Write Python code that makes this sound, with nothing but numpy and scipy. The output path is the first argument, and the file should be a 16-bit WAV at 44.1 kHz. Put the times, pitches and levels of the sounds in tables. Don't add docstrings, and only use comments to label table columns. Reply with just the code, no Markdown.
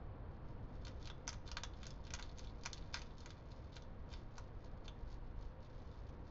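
import sys
import numpy as np
from scipy import signal
from scipy.fft import rfft, irfft
from scipy.io import wavfile

SR = 44100
rng = np.random.default_rng(int(sys.argv[2]) if len(sys.argv) > 2 else 0)


def file_out(sig):
    cols = np.atleast_2d(sig).T
    lim = np.clip(cols, -1, 1)
    pcm = np.round(lim * 32767).astype(np.int16)
    wavfile.write(sys.argv[1], SR, pcm)


N = 277922
T = np.arange(N) / SR
TOP_HZ = 7800

# f/Hz, level/dB per Hz
NIGHT_SPECTRUM = [(10, -3), (25, -2.5), (48, -2), (75, -4), (125, -8), (180, -15.5), (260, -16.5),
                  (380, -21.5), (600, -23.5), (1100, -28.5), (1700, -34), (2700, -43), (4400, -48.5),
                  (7200, -79.5)]
NIGHT_DB = -52
# t/s, rumble/dB, distant wash/dB
NIGHT_SWELL = [(0, 1, 3.5), (.7, 2.5, 2.5), (1.6, 2.5, 1), (3.0, 4, .5), (3.4, -5, 0), (3.9, 2.5, 0),
               (4.851, 2, 1), (5.4, 0.5, -1), (6.3, 0, 1.5)]
# f/Hz, width/Hz, rms level/dB
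HUM_TONES = [(521.5, 12, -74), (476.5, 47, -73), (938, 54, -75.5), (1080, 210, -79.5), (1420, 49, -91.5)]
FLUTTER_S, FLUTTER_LENGTH_S, FLUTTER_DB = 4.97, .53, -49.5
FLUTTER_START_HZ, FLUTTER_SAG_HZ_PER_S = 26.83, -5.5

# delay/ms, gain/ratio to direct
REFLECTIONS = [(1.34, 0.51), (1.62, 0.047), (2.56, 0.4), (3.3, 0.21), (3.8, 0.19), (7.5, 0.18),
               (13.8, 0.15), (15.3, 0.12), (28.7, 0.052), (41, 0.044)]
# f/Hz, width/Hz, lift/dB before trim
HOUSING_MODES = [(962, 36, 7), (1175, 50, 8.5), (1420, 29, 3.5), (1967, 100, 6), (2424, 60, 3.5),
                 (3430, 26, 5), (3490, 250, 3.5), (4170, 120, -6), (4354, 160, 7), (4800, 120, 3.5),
                 (4920, 130, 3.5), (5540, 60, 3), (5580, 130, -3), (6200, 38, 4), (6940, 110, 1)]

# t/s at hardest squeeze, level/dB before source trims, length/s
JAW_STROKES = [(0.322, -78, 0.04), (0.49, -73.5, 0.06), (0.75, -74.5, 0.1), (0.878, -69, 0.11),
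               (1.047, -64.5, 0.08), (1.296, -61, 0.017), (1.479, -64.5, 0.042), (1.85, -67.5, 0.17),
               (2.202, -69.5, 0.2), (2.27, -70.5, 0.075), (2.434, -67.5, 0.11), (2.725, -70.5, 0.24),
               (2.79, -75, 0.13), (2.968, -59.5, 0.066), (3.193, -70.5, 0.1), (3.302, -72.5, 0.14),
               (3.385, -79, 0.04), (3.521, -68.5, 0.07), (3.648, -79, 0.09), (3.756, -68, 0.088),
               (4.126, -64.5, 0.082), (4.222, -77, 0.035), (4.366, -67.5, 0.077), (4.65, -68, 0.039),
               (4.856, -65, 0.027), (5.008, -76, 0.077), (5.114, -69, 0.078), (5.428, -71.5, 0.091),
               (5.64, -69.5, 0.082), (5.79, -74, 0.15), (5.98, -73.5, 0.19), (6.073, -73, 0.043),
               (6.275, -73, 0.06)]
# t/s, level/dB before source trims
RESTING_FORCE = [(.1, -90.5), (.7, -81.5), (1.3, -84), (1.8, -78), (3.7, -76), (3.9, -84), (4.55, -80),
                 (5.2, -81.5), (5.55, -86), (5.7, -79.5), (6.3, -83.5)]
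SQUEEZE_SHARE, RELEASE_SHARE = 0.39, 0.35
# f/Hz, level/dB
CRUMB_SPECTRUM = [(500, -17.5), (1200, -2.5), (2400, 0.5), (3750, 5), (5200, 4.5), (6800, -2.5),
                  (7500, -20.5)]
CHIP_MODES_HZ = [3300, 3800, 4530, 6340]
CHIPS_PER_S, CHIP_DB = 77, -3.5

# t/s, level/dB (5 ms rms, before yard and housing), low band/dB, high band/dB, ring f/Hz
PELLET_SNAPS = [(0.8507, -54, -8, 1.5, 4260), (0.8692, -52.5, 3, -6, 4800), (0.881, -55, 0, -4, 5750),
                (1.027, -62, -14, -5, 5500), (1.056, -55, -7, -1, 4300), (1.0664, -64, 1, -4, 3900),
                (1.0739, -50, -0.5, -7.5, 5600), (1.1005, -49.5, 2.5, -6.5, 3460),
                (1.2717, -57.5, -2, 5, 3600), (1.278, -37.5, 6, 6.5, 6000), (1.2911, -41.5, -1, 3.5, 5200),
                (1.3295, -51, 5, 7.5, 5700), (1.3392, -60, -1, -6, 4400), (1.477, -53.5, -12, -2, 3540),
                (1.488, -58, 7, -4, 4900), (1.5158, -45.5, -4, -3.5, 5600), (1.5698, -39.5, 3, -3, 4400),
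                (1.603, -75, 7, 7, 6400), (1.6352, -40.5, 3.5, 4.5, 3660), (1.7368, -63.5, -9, -14, 3400),
                (1.773, -71, -6, 2, 4400), (1.8313, -52.5, -3, -1, 3300), (1.8553, -56.5, -1, -11, 6000),
                (1.8675, -49, 2.5, 6.5, 4520), (1.9059, -54, -11, -1, 5040), (2.04, -66, -8, -1, 3900),
                (2.051, -61.5, -7, -2, 4200), (2.0686, -58, 1.5, 1, 4120), (2.0772, -61.5, -5, -6.0, 3600),
                (2.1057, -51, 0.5, -6, 5570), (2.1376, -40, 3, 5.5, 6600), (2.149, -50, 0, -3.5, 6100),
                (2.1663, -67, -3.5, -6, 3000), (2.1889, -53.5, 7, -6, 3380), (2.196, -49, 5, -2, 6400),
                (2.2256, -48.5, 1.5, 0, 4000), (2.2947, -61.5, -9, -17, 3700), (2.376, -63, -3, 0, 4300),
                (2.3844, -54.5, -1, 3.5, 6400), (2.393, -52.5, 2, 4.5, 4430), (2.4472, -61, -10, 2.5, 3500),
                (2.4723, -59.5, -8, -12, 3600), (2.497, -66.5, -8, -11, 3800), (2.611, -67, -4, -2, 4000),
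                (2.6357, -54, 1, 2, 4570), (2.654, -48, 6, 6.5, 5230), (2.6595, -38.5, 1.5, -2, 6080),
                (2.7311, -44, -0.5, 4.5, 4300), (2.7726, -62.0, -2.0, -10, 4530),
                (2.7792, -56.5, -3, -2, 3840), (2.8243, -63, 3, -19, 3700), (2.935, -58, -2, -3, 5600),
                (2.943, -37, -1.5, -6, 5100), (2.952, -53, 7, -7, 2000), (2.9628, -50, 6, -4, 4350),
                (2.9716, -48.5, 8, 0, 4970), (2.993, -55, 3, 0, 6300), (3.018, -51, 0, -6, 6360),
                (3.1076, -67.5, -6, -12, 3780), (3.1816, -65, -10, 2, 4500), (3.2049, -58.5, -14, 3, 4500),
                (3.2597, -51.5, 4.5, -1, 6500), (3.305, -54, 2.5, 1.5, 3630), (3.5055, -71, -5, -5, 4200),
                (3.514, -66.5, -2, -1, 4460), (3.729, -65, -10, -7.5, 4530), (3.7575, -62, -4, 4, 4000),
                (3.7664, -51, 1, -1, 4100), (3.822, -62.5, -6, 2, 3770), (4.1043, -68, -9, -4, 4300),
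                (4.117, -62.5, 3, -7, 3400), (4.1292, -58, -3, -1, 3970), (4.1375, -52, -2, -8, 4560),
                (4.3813, -50, 8, 8, 840), (4.648, -73.5, -13, 1, 4400), (4.8559, -65.5, -3, -3, 4500),
                (4.8806, -50, -2.5, -7.5, 3630), (5.128, -68, -2, -4, 4300), (5.142, -67.5, 1, 0.5, 3860),
                (5.4103, -72, -8, 0, 4300), (5.8202, -74, -7, 3, 4000), (5.914, -71.5, -7, -1, 4400),
                (6.0905, -69.5, -4, -1, 3800)]
# f/Hz, level/dB
PELLET_SPECTRUM = [(200, -21), (500, -10), (900, -2.5), (1300, 2), (2200, 0), (3700, 1), (4800, 0.5),
                   (6000, 1.5), (6700, -1.5), (7300, -13)]
RING_DB, RING_WIDTH_HZ = 6, 820
SPLINTER_LOW_HZ = 1510
SPLINTERS, SPLINTERS_PER_DB = 0.62, 0.01


def undb(db):
    return 10 ** (np.asarray(db) / 20)


def unit(x):
    return x / np.sqrt(np.mean(x ** 2))


def slope(points, size):
    hz, db = np.transpose(points)
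    bins_hz = np.fft.rfftfreq(size, 1 / SR)
    return np.interp(np.log(bins_hz + 1), np.log(hz), db)


def colour(x, points):
    return irfft(rfft(x) * undb(slope(points, len(x))), len(x))


def pulse(db):
    cepstrum = irfft(np.log(undb(db)))
    half = len(cepstrum) // 2
    cepstrum[1:half] *= 2
    cepstrum[half + 1:] = 0
    return irfft(np.exp(rfft(cepstrum)))


def peak(hz, width_hz, bins_hz):
    return 1 / (1 + (2 * (bins_hz - hz) / width_hz) ** 2)


def grains(count, spread_db):
    excess = np.minimum(rng.exponential(size=count), 5)
    return rng.standard_normal(count) * undb(spread_db * excess)


def night(hiss_db=-1):
    air = undb(NIGHT_DB) * unit(colour(rng.standard_normal(N), NIGHT_SPECTRUM))

    def below(hz):
        return signal.sosfiltfilt(signal.butter(2, hz, fs=SR, output="sos"), air)

    rumble, lows = below(57), below(1400)
    wash, hiss = lows - rumble, air - lows
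    s, rumble_db, wash_db = np.transpose(NIGHT_SWELL)
    rumble = rumble * undb(np.interp(T, s, rumble_db))
    wash = wash * undb(np.interp(T, s, wash_db))
    return rumble + wash + hiss * undb(hiss_db)


def hum():
    bins_hz = np.fft.rfftfreq(N, 1 / SR)
    tones = np.zeros(N)
    for hz, width_hz, db in HUM_TONES:
        noise = rfft(rng.standard_normal(N))
        tones += undb(db) * unit(irfft(noise * peak(hz, width_hz, bins_hz), N))
    return tones


def flutter(second_db=-3, third_db=-13, edge_s=0.044):
    age = np.clip(T - FLUTTER_S, 0, FLUTTER_LENGTH_S)
    phase = 2 * np.pi * np.cumsum(FLUTTER_START_HZ + FLUTTER_SAG_HZ_PER_S * age) / SR
    beats = np.cos(phase) + undb(second_db) * np.cos(2 * phase) + undb(third_db) * np.cos(3 * phase)
    fade = np.minimum(np.minimum(age, FLUTTER_LENGTH_S - age) / edge_s, 1)
    return undb(FLUTTER_DB) * unit(beats) * fade


def yard(x, nearest_s=0.003):
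    age = np.arange(SR // 2) / SR
    response = np.zeros(len(age))
    for db, t60_s in (-7.5, 0.065), (-15.5, 0.34):
        tail = rng.standard_normal(len(age)) * np.exp(-np.log(1000) * age / t60_s)
        tail *= age > nearest_s
        response += undb(db) * tail / np.linalg.norm(tail)
    response = colour(response, [(1000, 7.5), (3500, 4.5), (7000, -4)])
    response[0] += 1
    for ms, gain in REFLECTIONS:
        response[round(ms * SR / 1000)] += gain
    return signal.fftconvolve(x, response)[:N]


def housing(x, trim_db=-4.0, size=4096):
    bins_hz = np.fft.rfftfreq(size, 1 / SR)
    lift_db = sum(db * peak(hz, width_hz, bins_hz) for hz, width_hz, db in HOUSING_MODES)
    return signal.fftconvolve(x, pulse(lift_db + trim_db))[:N]


def jaw():
    power = undb(np.interp(T, *np.transpose(RESTING_FORCE))) ** 2
    for s, db, length_s in JAW_STROKES:
        squeeze = (np.minimum(T - s, 0) / (SQUEEZE_SHARE * length_s)) ** 2
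        release = np.maximum(T - s, 0) / (RELEASE_SHARE * length_s)
        power = power + undb(db) ** 2 * np.exp(-squeeze - release)
    return np.sqrt(power)


def grinding(force, per_s=420, spread_db=0.5, gain_db=-5.0):
    cracks = grains(N, spread_db) * (rng.random(N) < per_s / SR)
    return undb(gain_db) * force * unit(colour(cracks, CRUMB_SPECTRUM))


def ring(hz, size):
    return RING_DB * peak(hz, RING_WIDTH_HZ, np.fft.rfftfreq(size, 1 / SR))


def chips(force, scatter_db=3, firm_db=-68, size=4096):
    ticks = np.zeros(N)
    per_size_s = CHIPS_PER_S / len(CHIP_MODES_HZ)
    for hz in CHIP_MODES_HZ:
        strength = undb(scatter_db * rng.uniform(-0.69, 1, N))
        cracks = strength * (rng.random(N) < per_size_s / SR)
        chip = pulse(slope(CRUMB_SPECTRUM, size) + ring(hz, size))
        ticks += signal.fftconvolve(cracks, chip)[:N]
    firmness = np.minimum(force / undb(firm_db), 1)
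    return undb(CHIP_DB) * force * firmness * unit(ticks)


def soft_onset(share=0.22, build_s=0.00082, size=256):
    noise = grains(size, 2.0) * np.exp((np.arange(size) - size) / SR / build_s)
    return share * noise / np.linalg.norm(noise)


def snaps(splinter_s=0.0016, crumb=0.22, crumb_s=0.016, crumbs_per_s=400, size=4096):
    out, age = np.zeros(N + 2 * size), np.arange(size) / SR
    roll_off = slope([(7400, 0), (9000, -35)], size)
    thin = signal.butter(1, SPLINTER_LOW_HZ, "high", fs=SR, output="sos")
    hardest_db = max(row[1] for row in PELLET_SNAPS)
    for s, db, low_db, high_db, ring_hz in PELLET_SNAPS:
        own = slope([(1900, low_db), (3300, 0), (4400, 0), (5800, high_db)], size)
        crack = pulse(slope(PELLET_SPECTRUM, size) + own + ring(ring_hz, size) + roll_off)

        splitting = grains(size, 6.4) * np.exp(-age / splinter_s)
        crumbling = grains(size, 1.6) * (rng.random(size) < crumbs_per_s / SR)
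        crumbling *= np.exp(-age / crumb_s)
        splinters = SPLINTERS + SPLINTERS_PER_DB * (hardest_db - db)
        debris = splinters * splitting / np.linalg.norm(splitting)
        debris += crumb * crumbling / np.linalg.norm(crumbling)

        force = signal.sosfilt(thin, debris)
        force[0] = 1
        onset = soft_onset()
        click = signal.fftconvolve(np.concatenate([onset, force]), crack)
        click *= np.sqrt(.005 * SR) / np.linalg.norm(click)
        start = int(s * SR) - len(onset)
        out[start:start + len(click)] += undb(db) * click
    return out[:N]


def scene():
    force = jaw()
    chewing = snaps() + grinding(force) + chips(force)
    background = night() + hum() + flutter()
    return (housing(yard(chewing)) + background)[None]


def record(dry):
    return signal.sosfilt(signal.ellip(8, .2, 70, TOP_HZ, fs=SR, output="sos"), dry)


dry = scene()
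out = record(dry)
file_out(out)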